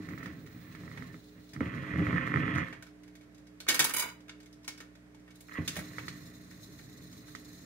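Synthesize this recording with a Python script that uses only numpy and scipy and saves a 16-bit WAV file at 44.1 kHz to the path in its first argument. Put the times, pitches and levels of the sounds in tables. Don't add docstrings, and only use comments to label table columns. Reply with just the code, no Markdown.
import sys
import numpy as np
from scipy import signal
from scipy.fft import rfft, irfft, next_fast_len
from scipy.io import wavfile
from scipy.ndimage import uniform_filter1d

SR = 44100
rng = np.random.default_rng(int(sys.argv[2]) if len(sys.argv) > 2 else 0)


def dump_mix(stems):
    frames = np.atleast_2d(stems).T
    limited = np.clip(frames, -1, 1)
    pcm = np.round(limited * 32767).astype(np.int16)
    wavfile.write(sys.argv[1], SR, pcm)


def ratio(d):
    e = np.asarray(d, float) / 20
    return 10 ** e


N = 337532
GRID_HZ = np.fft.rfftfreq(16384, 1 / SR)
SIDES = np.array([[.5], [-.5]])
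BASS_PAN_DB = -2
LIFT_S, SEAT_S = 2.64, 5.585
SETTLE_S = (3.932, 4.2)

# time in seconds, level in dB.
SCRATCH = [
    [(0.0, -59.5), (0.26, -54.5), (0.41, -66), (0.77, -60.5), (1.0, -58), (1.15, -61.5), (1.24, -101),
     (1.38, -64), (1.5, -104)],
    [(1.53, -62), (1.56, -56), (1.602, -79)],
    [(1.604, -46), (1.7, -49), (2.04, -44), (2.17, -39.5), (2.31, -43.5), (2.37, -40.5), (2.615, -38.5),
     (2.65, -47), (2.85, -69.5)],
    [(5.484, -53), (5.505, -72), (5.512, -51), (5.526, -58), (5.534, -62), (5.542, -56), (5.553, -52),
     (5.568, -48.5), (5.584, -36.5)],
    [(5.586, -50.5), (5.66, -56.5), (5.79, -58.5), (6.12, -58.5), (6.33, -66), (6.6, -69.5), (6.85, -68.5),
     (7.65, -67)],
]
# time in seconds, peak in dB, thump relative to it in dB.
POPS = [(0.0873, -38, 16), (0.177, -39, -22), (0.2292, -36.5, 2), (0.259, -37.5, 2), (0.7497, -41.5, 12),
        (0.8783, -41.5, 4), (0.9147, -41, 8), (0.9743, -39, -20), (1.0229, -38, -20), (1.143, -43, -18),
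        (1.5632, -38, 19), (1.6064, -28.5, -20), (1.7805, -35, -10), (1.9592, -32, 26), (1.9933, -29.5, 12),
        (2.0678, -25.5, 10), (2.128, -26.5, 20.5), (2.181, -23.5, -16), (2.2747, -26.5, 7),
        (2.3185, -28.5, 0), (2.3401, -21.5, -10), (2.359, -23, -5), (2.479, -25.5, -8), (2.583, -22.5, 12),
        (5.4947, -43, -8), (5.7643, -37, -19), (5.983, -29.5, -20), (6.0812, -31.5, -20), (2.4334, -32, 19),
        (7.35, -35, 9), (0.108, -43, -2), (0.135, -42, -10), (0.208, -51, 0), (0.275, -42, -6),
        (0.472, -49.5, 0), (2.665, -45, -5), (0.835, -50, 4), (1.68, -54, 0), (1.718, -40, 17),
        (1.739, -36.5, 0), (1.835, -44, -3), (1.847, -42, 4), (1.937, -33, -2), (2.005, -46, 9),
        (2.026, -36.5, 29), (2.089, -35, 3), (2.097, -32, 6), (2.151, -33, 2), (2.161, -27.5, -7),
        (2.21, -30, 4), (2.237, -33, 4), (2.372, -23.5, 6), (2.56, -29, 19), (2.567, -30, -2),
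        (2.629, -34, -4), (2.685, -37, -6), (5.522, -40, -10), (5.54, -40, -10), (5.555, -35, -8),
        (5.587, -41, 27.5)]
# crest in seconds, rumble in dB, dying time in seconds.
WARPS = [(0.0, -33.5, 0.0084), (0.116, -39.5, 0.087), (0.298, -46, 0.3), (1.0, -46.5, 0.11),
         (1.15, -44.5, 0.027), (1.76, -33.5, 0.031), (2.005, -25.5, 0.031), (2.144, -32.5, 0.053),
         (2.36, -28, 0.054), (2.46, -40, 0.049), (2.545, -40, 0.025), (2.67, -45.5, 0.073),
         (1.66, -36.5, 0.058), (2.075, -28.5, 0.033), (2.23, -39, 0.028), (0.89, -43.5, 0.023),
         (0.56, -46.5, 0.029), (5.789, -38, 0.035), (1.945, -30.5, 0.014), (6.55, -49, 0.012),
         (6.69, -49.5, 0.055), (7.01, -53, 0.69), (7.63, -51.5, 0.081)]
# start in seconds, rumble in dB, dying time in seconds.
JOLTS = [
    (0.803, -42.5, 0.17),
    (1.56, -37.5, 0.048),
    (1.605, -21.5, 0.018),
    (5.584, -31.5, 0.038),
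]
# pitch in Hz, width in Hz, level in dB.
BASS = [(78, 128, -2), (110, 15.4, -0.5), (135, 39, 0.5), (177.3, 36, 0.5), (232.4, 27, -25),
        (251.4, 21.4, 0.5), (302.5, 32, 0.5), (414, 64, -12.5), (535, 76, -21)]
# pitch in Hz, width in Hz, level in dB.
CONE = [(438, 150, -4.5), (542.4, 30, 8), (670, 32, 1.5), (1120, 224, 1.5), (1310, 140, -2.5),
        (1660, 280, 0.5), (1903, 203, 8), (2080, 270, 2.5), (2396, 210, -0.5), (2744, 730, -6.5),
        (3280, 320, -9.5), (3800, 520, -30)]
# pitch in Hz, width in Hz, level in dB.
SNAP = [(492, 204, 6), (1270, 580, 6.5), (1950, 570, 12), (3200, 2500, -24.5)]
# frequency in Hz, left minus right in dB.
SPEAKER_PAN = [(60, -25), (130, 15.5), (290, -11.5), (640, 11), (1410, -17.5), (3100, 1), (6820, 11.5),
               (15000, -7)]

# time in seconds, level in dB.
RUB = [
    [(0.0, -67.5), (0.55, -71.5), (0.92, -65.5), (1.36, -71.5), (1.99, -66), (2.67, -67), (2.82, -83),
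     (2.9, -73)],
    [(5.34, -73.5), (5.62, -61), (5.76, -58), (5.91, -58.5), (6.36, -63.5), (6.75, -62.5), (6.97, -64.5),
     (7.65, -62.5)],
]
# frequency in Hz, level in dB.
STACK_COLOUR = [(1650, -34.5), (2800, 6), (4000, 5.5), (5400, 2), (7000, -1), (9000, -2.5), (12000, -1),
                (15900, -8.5)]
# frequency in Hz, level in dB.
DROPPED_COLOUR = [(2000, -29), (3000, 2.5), (8000, 1.5), (15900, 3)]
# pitch in Hz, width in Hz, level in dB.
RUB_RINGS = [(3600, 120, -4), (4000, 110, 0), (4250, 200, -3), (4850, 150, -7), (5350, 110, -3),
             (5800, 300, -13), (6330, 150, -1), (6650, 120, -10), (7080, 110, -2), (7750, 130, -8),
             (8770, 130, -9), (9100, 100, -12), (9430, 100, -10), (9960, 130, -13), (10500, 200, -17),
             (11100, 130, -12), (11750, 200, -11), (12300, 200, -17), (13200, 180, -11), (13750, 220, -9),
             (14700, 150, -10), (15400, 500, -16)]
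# frequency in Hz, left minus right in dB.
RUB_PAN = [(60, -13), (180, -25), (550, 8), (1650, -24), (4970, 4), (15000, -5.5)]
# time in seconds, level in dB.
SQUEAL = [(0.0, -82), (0.1, -63), (0.26, -65), (0.3, -71), (0.66, -62), (0.8, -70), (1.11, -70.5),
          (1.5, -73), (1.9, -88)]

# multiple of the mains frequency, rms in dB, left minus right in dB.
HUM = [(1, -68, -3), (2, -67.5, 0), (3, -64, -1.5), (4, -82.5, 6), (5, -59, -4.5), (7, -72.5, 4.5),
       (9, -88.5, 15.5), (11, -84, 13.5)]
# frequency in Hz, level in dB per Hz.
FLOOR = [(18, -52.5), (30, -22), (174, -13.5), (245, -12), (302, -15), (327, -17), (354, -19.5),
         (425, -14.5), (485, -21), (582, -18.5), (863, -27.5), (1950, -24.5), (2810, -34), (5280, -37.5),
         (15900, -46)]
# frequency in Hz, correlation from -1 to 1.
FLOOR_SAME = [(60, -0.0074), (150, 1), (380, 0.34), (950, 0.078), (2380, -0.28), (5980, -0.17),
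              (15000, -0.58)]
# frequency in Hz, left minus right in dB.
FLOOR_PAN = [(60, -3.0), (150, -1.5), (380, -3.5), (950, -2.0), (2380, -5.5), (5980, 2.0), (15000, -2.0)]

# start in seconds, peak in dB, body
# relative in dB, ring in Hz.
TICKS = [(0.257, -51.5, 8, 1790), (0.634, -66, -5, 1940), (0.75, -56, 4, 1830), (0.9728, -53.5, 9.5, 1950),
         (1.49, -57, -13, 3920), (2.5504, -47.5, -12, 1920), (2.726, -54, 12.5, 1830),
         (3.0335, -58, -1.5, 2000), (3.0774, -60, -1, 1830), (3.152, -53, -6.5, 1900),
         (3.23, -66.5, 1, 1330), (3.345, -59, -24, 1810), (3.379, -59, -17, 2180), (3.468, -58, -7, 1560),
         (4.204, -62, 0, 991), (4.4013, -54.5, -5, 1860), (4.458, -55, -8, 2010), (4.527, -55, -25, 5200),
         (4.644, -52, -5, 1030), (4.776, -49.5, -4, 5200), (4.429, -59.5, -5, 7250),
         (4.6315, -63, -15, 5300), (5.196, -65.5, -11, 1830), (5.262, -74, -5, 1830),
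         (2.865, -60.5, 7.5, 5200), (3.21, -61.5, 0.5, 2230), (0.0865, -55.5, 4, 1860),
         (0.18, -55.5, 5, 1900), (0.23, -55, 3, 1920), (0.462, -57, 1, 1900), (0.723, -60, 2, 1900),
         (0.805, -66, -5, 1880), (1.171, -69, -11, 1880), (2.578, -50, -12, 6340), (6.51, -57.5, 5, 1890),
         (6.79, -57, 4.5, 1900), (7.28, -57, 2, 1890), (4.9522, -59.5, 0, 1760), (5.145, -60, -1, 880),
         (5.2776, -65, 10.5, 1810), (5.305, -56.5, -4, 1105), (7.1274, -53, -18, 6340)]
# start in seconds, peak in dB, body and edge relative in dB, ring in Hz.
KNOCKS = [(1.533, -48, -5, -8, 1740), (2.8235, -50, 1.5, -3.5, 1505), (3.602, -40, -6.5, -8, 4190),
          (4.2925, -46, -1.5, -31, 1380), (4.282, -57, 3.5, -9, 3650), (5.984, -46.5, 8.5, -25, 3310),
          (3.666, -51, 8, -30, 1200), (3.679, -38.5, -10, -9.5, 4210), (4.6781, -33.5, -6.5, -7.5, 2200),
          (4.803, -46.5, 1.5, -7.5, 1714), (5.3547, -58, -19, 0.5, 3610), (5.4064, -54, -8, 8, 7200),
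          (5.677, -28.5, -10.5, -5, 2670), (5.755, -41.5, -3, -5, 1770), (5.765, -39, 1, 1.5, 1830),
          (5.789, -49, 10, 5, 1880), (6.0815, -39.5, -7, -13, 4170), (7.3495, -43.5, -7, -16, 1850)]
# start in seconds, peak in dB, body and edge relative in dB,
# ring in Hz.
DROP = [(3.685, -20.5, -6, -1, 1830), (3.6988, -25, -7.5, -35.5, 1830), (3.6906, -24, -16.5, -4, 1720),
        (3.7105, -33, -0.5, -9.5, 1764), (3.724, -38.5, -3, -5.5, 1830), (3.748, -31, -3.5, -1.5, 1120),
        (3.8002, -21, -5, -5.5, 1720), (3.821, -34.5, 5, 2, 1720), (3.847, -31, -0.5, 3.5, 910),
        (3.907, -51.5, 12, 17, 1200), (3.9443, -36.5, 3, 2.5, 2955), (4.004, -35.5, -6, -1, 990),
        (4.035, -48, 7, -12, 1470), (4.047, -61, -1, -7, 1120), (4.058, -60, 13, -48, 900),
        (4.088, -44, -2, -25, 2230), (3.742, -29, -8, 2, 1680), (3.7925, -18.5, -5.5, 2, 1793),
        (3.8417, -26.5, -13, 4, 6340), (3.893, -38, 1, 11, 1210), (3.9367, -35, 0.5, 6.5, 2230),
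        (3.9646, -29, -2, 2, 2210), (3.983, -34.5, -7, 5, 1950), (3.9947, -27.5, -7, -0.5, 2270),
        (4.022, -35.5, 3, 0, 2254)]
# time in seconds, level in dB.
SKID = [(3.681, -49), (3.79, -58), (3.87, -57), (3.93, -60), (4.045, -54.5), (4.13, -75)]
# start in
# seconds, pitch in Hz, level in dB, t60 in seconds.
LEVERS = [(4.294, 3610, -47, 0.045), (4.294, 2810, -53, 0.045), (4.293, 1690, -57, .15),
          (4.294, 2130, -56, .07), (4.46, 2140, -62, .06), (4.529, 5250, -65, 0.04), (4.679, 1825, -55, .2),
          (4.679, 4710, -51, 0.097), (4.679, 5416, -48, .09), (5.679, 2760, -38, 0.06),
          (4.679, 800, -52, 0.091), (4.803, 1830, -50, .15), (4.803, 2700, -58, .1),
          (5.677, 1965, -40, 0.11), (5.677, 3580, -31, 0.073), (5.677, 2274, -38, 0.05),
          (5.765, 603, -39, 0.13), (5.765, 776, -45.5, 0.092), (3.794, 1830, -30, .2),
          (3.685, 1817, -34, .2), (3.797, 814, -36, .08), (3.797, 324, -48, 0.1), (3.799, 1125, -32, .12),
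          (5.514, 1900, -42, .12), (5.541, 1900, -42, 0.12)]
# frequency in Hz, level in dB per Hz.
RATTLE = [(71, -57.5), (120, -9), (301, -1), (742, -5.5), (1140, -0.5), (1620, 4), (1790, -3), (2480, -1.5),
          (7980, -8.5), (11500, -14.5), (16000, -19)]
# pitch in Hz, width in Hz, level above the rattle in dB.
PLATE = [(572, 35, 4), (910, 28, 2.5), (1133, 30, 2), (1203, 22, -1), (1510, 40, -1), (1720, 20, 4),
         (1830, 31, 12), (2230, 65, 9.5), (2955, 35, -1.5), (3498, 82, 3.5), (6340, 32, 9.5),
         (10600, 340, 4.5), (11450, 160, 6.5)]
# pitch in Hz, width in Hz, level in dB.
SETTLE = [(620, 62, -7), (900, 55, -15), (976, 55, 1.5), (1200, 65, -2.5), (1430, 85, -3),
          (1950, 120, -2.5), (2230, 89, 0.5), (2990, 83, -1.5), (3530, 210, -8.5), (3970, 110, -6),
          (4860, 380, -7.5), (5780, 220, -13), (6340, 87, -3.5), (7100, 260, -7)]
# frequency in Hz, left minus right in dB.
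KNOCK_PAN = [(60, -3), (150, -1), (380, -5.5), (950, -0.5), (2380, -6), (5980, 4.5), (15000, -11)]

THUD_S = [
    3.797,
    5.586,
    5.589,
    1.607,
    1.93,
    3.94,
    1.995,
    2.556,
]
THUD_HZ = [147, 90, 160, 85, 85, 75, 165, 175]
# level in dB, t60 in seconds.
THUDS = [(-35.5, 0.12), (-29, 0.17), (-36, 0.079), (-29, 0.13), (-30, .2), (-56, .4), (-27, .13),
         (-29, .06)]


def evened(x):
    return x / np.sqrt(np.mean(x ** 2) + 1e-20)


def read(points, hz):
    f, value = np.transpose(points)
    return np.interp(np.log(hz + 1), np.log(f + 1), value)


def curves(tables):
    t = np.arange(N) / SR
    db = np.full(N, -120.)
    for s, level_db in map(np.transpose, tables):
        inside = (t >= s[0]) & (t <= s[-1])
        db[inside] = np.interp(t[inside], s, level_db)
    return uniform_filter1d(ratio(db), 200)


def humps(peaks, hz, steep):
    power = sum(ratio(2 * db) / (1 + (2 * (hz - f) / width) ** 2) ** steep for f, width, db in peaks)
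    return 10 * np.log10(power + 1e-12)


def coloured(x, db):
    log_gain = np.log(ratio(np.maximum(db - db.max(), -100)))
    circle = np.concatenate([log_gain, log_gain[..., -2:0:-1]], axis=-1)
    taps = np.fft.ifft(np.exp(np.conj(signal.hilbert(circle)))).real[..., :4096]
    taps /= np.sqrt(np.mean((taps ** 2).sum(-1)))
    return signal.fftconvolve(np.atleast_2d(x), np.atleast_2d(taps), axes=1)[:, :N]


def echoes(x, t60, wet_db, delay_s, count, treble=1):
    size = SR // 2
    at = np.arange(0, size - 12, 12) + rng.integers(0, 12, (2, size // 12))
    tail = np.zeros((2, size))
    np.put_along_axis(tail, at, rng.choice([-1., 1.], at.shape), 1)
    t = np.arange(size) / SR
    dull = uniform_filter1d(tail, size=7)
    bright = tail - dull
    tail = dull * ratio(-60 * t / t60) + bright * ratio(-60 * t / (treble * t60))
    tail *= np.clip(t / delay_s, 0, 1)
    taps = ratio(wet_db) * tail / np.linalg.norm(tail, axis=1, keepdims=True)
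    taps[0, 0] = taps[1, count] = 1
    return signal.fftconvolve(x * np.ones((2, 1)), taps / np.linalg.norm(taps[0]), axes=1)[:, :N]


def grit(per_s, spread_db, share):
    hit = rng.random(N) < per_s / SR
    size_db = spread_db * np.minimum(rng.exponential(1, N), 5)
    clicks = hit * ratio(size_db) * rng.choice([-1., 1.], N)
    return evened(share * evened(clicks) + (1 - share) * rng.standard_normal(N))


def two_sided(per_s, spread_db, share, same):
    left, other = grit(per_s, spread_db, share), grit(per_s, spread_db, share)
    return np.array([left, same * left + np.sqrt(1 - same ** 2) * other])


def swells():
    s, db, dying_s = np.transpose(WARPS + JOLTS)[..., None]
    rise = np.repeat([0.79, .02], [len(WARPS), len(JOLTS)])[:, None]
    t = np.arange(0, N, 32) / SR - s
    shape = np.exp(-np.abs(t) / (dying_s * np.where(t < 0, rise, 1)))
    return np.repeat((ratio(db) * shape).max(0), 32)[:N]


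def loudspeaker():
    scratch = curves(SCRATCH)
    airborne = abs(np.arange(N) / SR - (SEAT_S + LIFT_S) / 2) < (SEAT_S - LIFT_S) / 2
    rumble = np.hypot(ratio(-8 - 28 * airborne) * scratch ** 0.71, swells())

    s, db, thump_db = np.transpose(POPS)
    at = np.round(s * SR).astype(int)
    pops, thumps = np.zeros((2, N))
    pops[at] = -ratio(db + 19.0)
    thumps[at] = -ratio(db + thump_db + 3.5)

    cut_db = -10 * np.log10(1 + (80 / (GRID_HZ + 1)) ** 12)
    pan_db = SIDES * read(SPEAKER_PAN, GRID_HZ)
    bass_db = humps(BASS, GRID_HZ, 1.42) + cut_db + SIDES * BASS_PAN_DB
    low = coloured(ratio(-0.5) * rumble * grit(500, 1.8, 0.47) + thumps, bass_db)
    surges = ratio(0.71 * evened(uniform_filter1d(rng.standard_normal(N), size=500)))
    scrape = ratio(3.5) * scratch * surges * grit(1100, 2.1, .65)
    high = coloured(scrape, humps(CONE, GRID_HZ, 1.8) + pan_db)
    snaps = coloured(pops, humps(SNAP, GRID_HZ, 3.04) + pan_db)

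    out = echoes(low, .15, -15, .006, count=0)
    out += echoes(high, .15, -4, .004, count=14)
    return out + echoes(snaps, .15, -10, .004, count=14)


def spindle():
    squeal = curves([SQUEAL]) * rng.standard_normal((2, N))
    out = coloured(squeal, humps([(15700, 330, 0)], GRID_HZ, 0.91))
    flutter = ratio(2.7 * evened(uniform_filter1d(rng.standard_normal(N), 900)))
    rings_db = humps(RUB_RINGS, GRID_HZ, 1.2)
    for level, colour, ring_depth in zip(RUB, (STACK_COLOUR, DROPPED_COLOUR), (.55, 1)):
        path_db = read(colour, GRID_HZ) + ring_depth * rings_db + SIDES * read(RUB_PAN, GRID_HZ)
        friction = curves([level]) * flutter * two_sided(1000, 1.6, 0.35, 0.099)
        out += ratio(2.5) * echoes(coloured(friction, path_db), .1, -8, .002, count=5)
    return out


def hum():
    mains_hz, waver_db = 60.0, 0.28
    t, out = np.arange(N) / SR, np.zeros((2, N))
    for k, db, pan_db in HUM:
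        phase, *drift = rng.random(4)
        waver = sum(np.sin(2 * np.pi * (rate * t[::64] + d)) for rate, d in zip((.7, 2.3, 6.1), drift))
        level = np.repeat(ratio(db + waver_db * k * waver), 64)[:N]
        tone = np.sin(2 * np.pi * (k * mains_hz * t + phase))
        out += np.sqrt(2) * level * ratio(SIDES * pan_db) * tone
    return out


def background():
    hz = np.fft.rfftfreq(N, 1 / SR)
    a, b = rfft(rng.standard_normal((2, N)))
    same = read(FLOOR_SAME, hz)
    pair = np.array([a, same * a + np.sqrt(1 - same ** 2) * b])
    gain = ratio(read(FLOOR, hz) + SIDES * read(FLOOR_PAN, hz))
    return ratio(-61.5) * evened(irfft(pair * gain, N))


def strikes():
    rows = [(s, db, body, edge, 0.097, hz) for s, db, body, edge, hz in DROP]
    rows += [(s, db, body, edge, 0.088, hz) for s, db, body, edge, hz in KNOCKS]
    return rows + [(s, db, body, -9, 0.095, hz) for s, db, body, hz in TICKS]


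def levers():
    out, t = np.zeros(N), np.arange(SR // 5) / SR
    for s, hz, db, t60 in LEVERS:
        rough = 1 + 0.75 * evened(uniform_filter1d(rng.standard_normal(len(t)), size=150))
        envelope = (1 - np.exp(-t / 0.0012)) * rough * ratio(db - 60 * t / t60)
        start = round(s * SR)
        out[start:start + len(t)] += envelope * np.sin(2 * np.pi * hz * t)
    return out


def split(noise):
    size = next_fast_len(N, True)
    hz = np.fft.rfftfreq(size, 1 / SR)
    below_3k, below_8k = (1 / (1 + (hz / edge_hz) ** 6) for edge_hz in (3000, 8000))
    masks = (below_3k, below_8k - below_3k, 1 - below_8k)
    spectrum = rfft(noise, size)
    return np.array([evened(irfft(spectrum * mask, size)[:, :N]) for mask in masks])


def rattling():
    grains = two_sided(3000, 2.6, .6, .55)
    pan_db = SIDES * read(KNOCK_PAN, GRID_HZ)
    loose_db = read(RATTLE, GRID_HZ) + np.clip(humps(PLATE, GRID_HZ, 1.1), -2, 9)
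    rattle = coloured(grains, loose_db + pan_db)
    valley_db = loose_db - 9 + 8 * (GRID_HZ > 8000)
    gaps_db = sum(-18 * np.exp(-((GRID_HZ - hz) / 110) ** 2) for hz in (3270, 4380, 5400))
    shiver_db = np.maximum(humps(SETTLE, GRID_HZ, 1.1), valley_db) + gaps_db
    shiver = coloured(grains, shiver_db + pan_db)
    settling = slice(*(round(s * SR) for s in SETTLE_S))
    rattle[:, settling] = shiver[:, settling]
    return rattle


def changer():
    powers, rings = np.zeros((3, N)), np.zeros(N)
    for s, db, body_db, edge_db, t60, hz in strikes():
        start = round(s * SR)
        t = np.arange(min(SR // 5, N - start)) / SR
        span = slice(start, start + len(t))
        rise = (1 - np.exp(-t / .0013)) * (1 + .7 * np.exp(-t / .005))
        for k, (rel_db, longer) in enumerate(((body_db, 1.3), (0, 1), (min(edge_db, 6), .8))):
            powers[k, span] += (rise * ratio(db + rel_db - 3.0 - 60 * t / (longer * t60))) ** 2
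        ring_db = db + (body_db if hz < 3000 else 0) - 2.5
        pair = np.sin(2 * np.pi * hz * t) + 0.8 * np.sin(2 * np.pi * 1.04 * hz * t)
        rings[span] += rise * ratio(ring_db - 60 * t / (.6 * t60)) * pair
    skid = curves([SKID])
    for k, gain in enumerate((ratio(13.5), 0.23, 0.44)):
        powers[k] += (gain * skid) ** 2
    bursts = (split(rattling()) * np.sqrt(powers)[:, None]).sum(0)
    cabinet = echoes(bursts + rings + levers(), .04, -7, .001, count=4)
    return echoes(cabinet, 0.34, -9.0, 0.016, count=0, treble=0.73)


def thuds():
    out, t = np.zeros(N), np.arange(SR // 2) / SR
    for s, hz, (db, t60) in zip(THUD_S, THUD_HZ, THUDS):
        start = round(s * SR)
        envelope = (1 - np.exp(-t * hz)) * ratio(db + 3 - 60 * t / t60)
        out[start:start + len(t)] += envelope * np.sin(2 * np.pi * hz * t)
    return ratio(SIDES * BASS_PAN_DB) * out


def scene():
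    return loudspeaker() + spindle() + hum() + background() + changer() + thuds()


def band_limit(x):
    return signal.sosfilt(signal.butter(12, 16800, fs=SR, output="sos"), x)


def record(dry):
    size = next_fast_len(N, True)
    hz = np.fft.rfftfreq(size, 1 / SR)
    overloaded = .5 * np.tanh(2 * dry)
    limit = ratio(-np.clip((hz - 15730) / 3, 0, 45))
    limited = irfft(rfft(overloaded, size) * limit, size)[:, :N]
    return band_limit(limited)


dry = scene()
out = record(dry)
dump_mix(out)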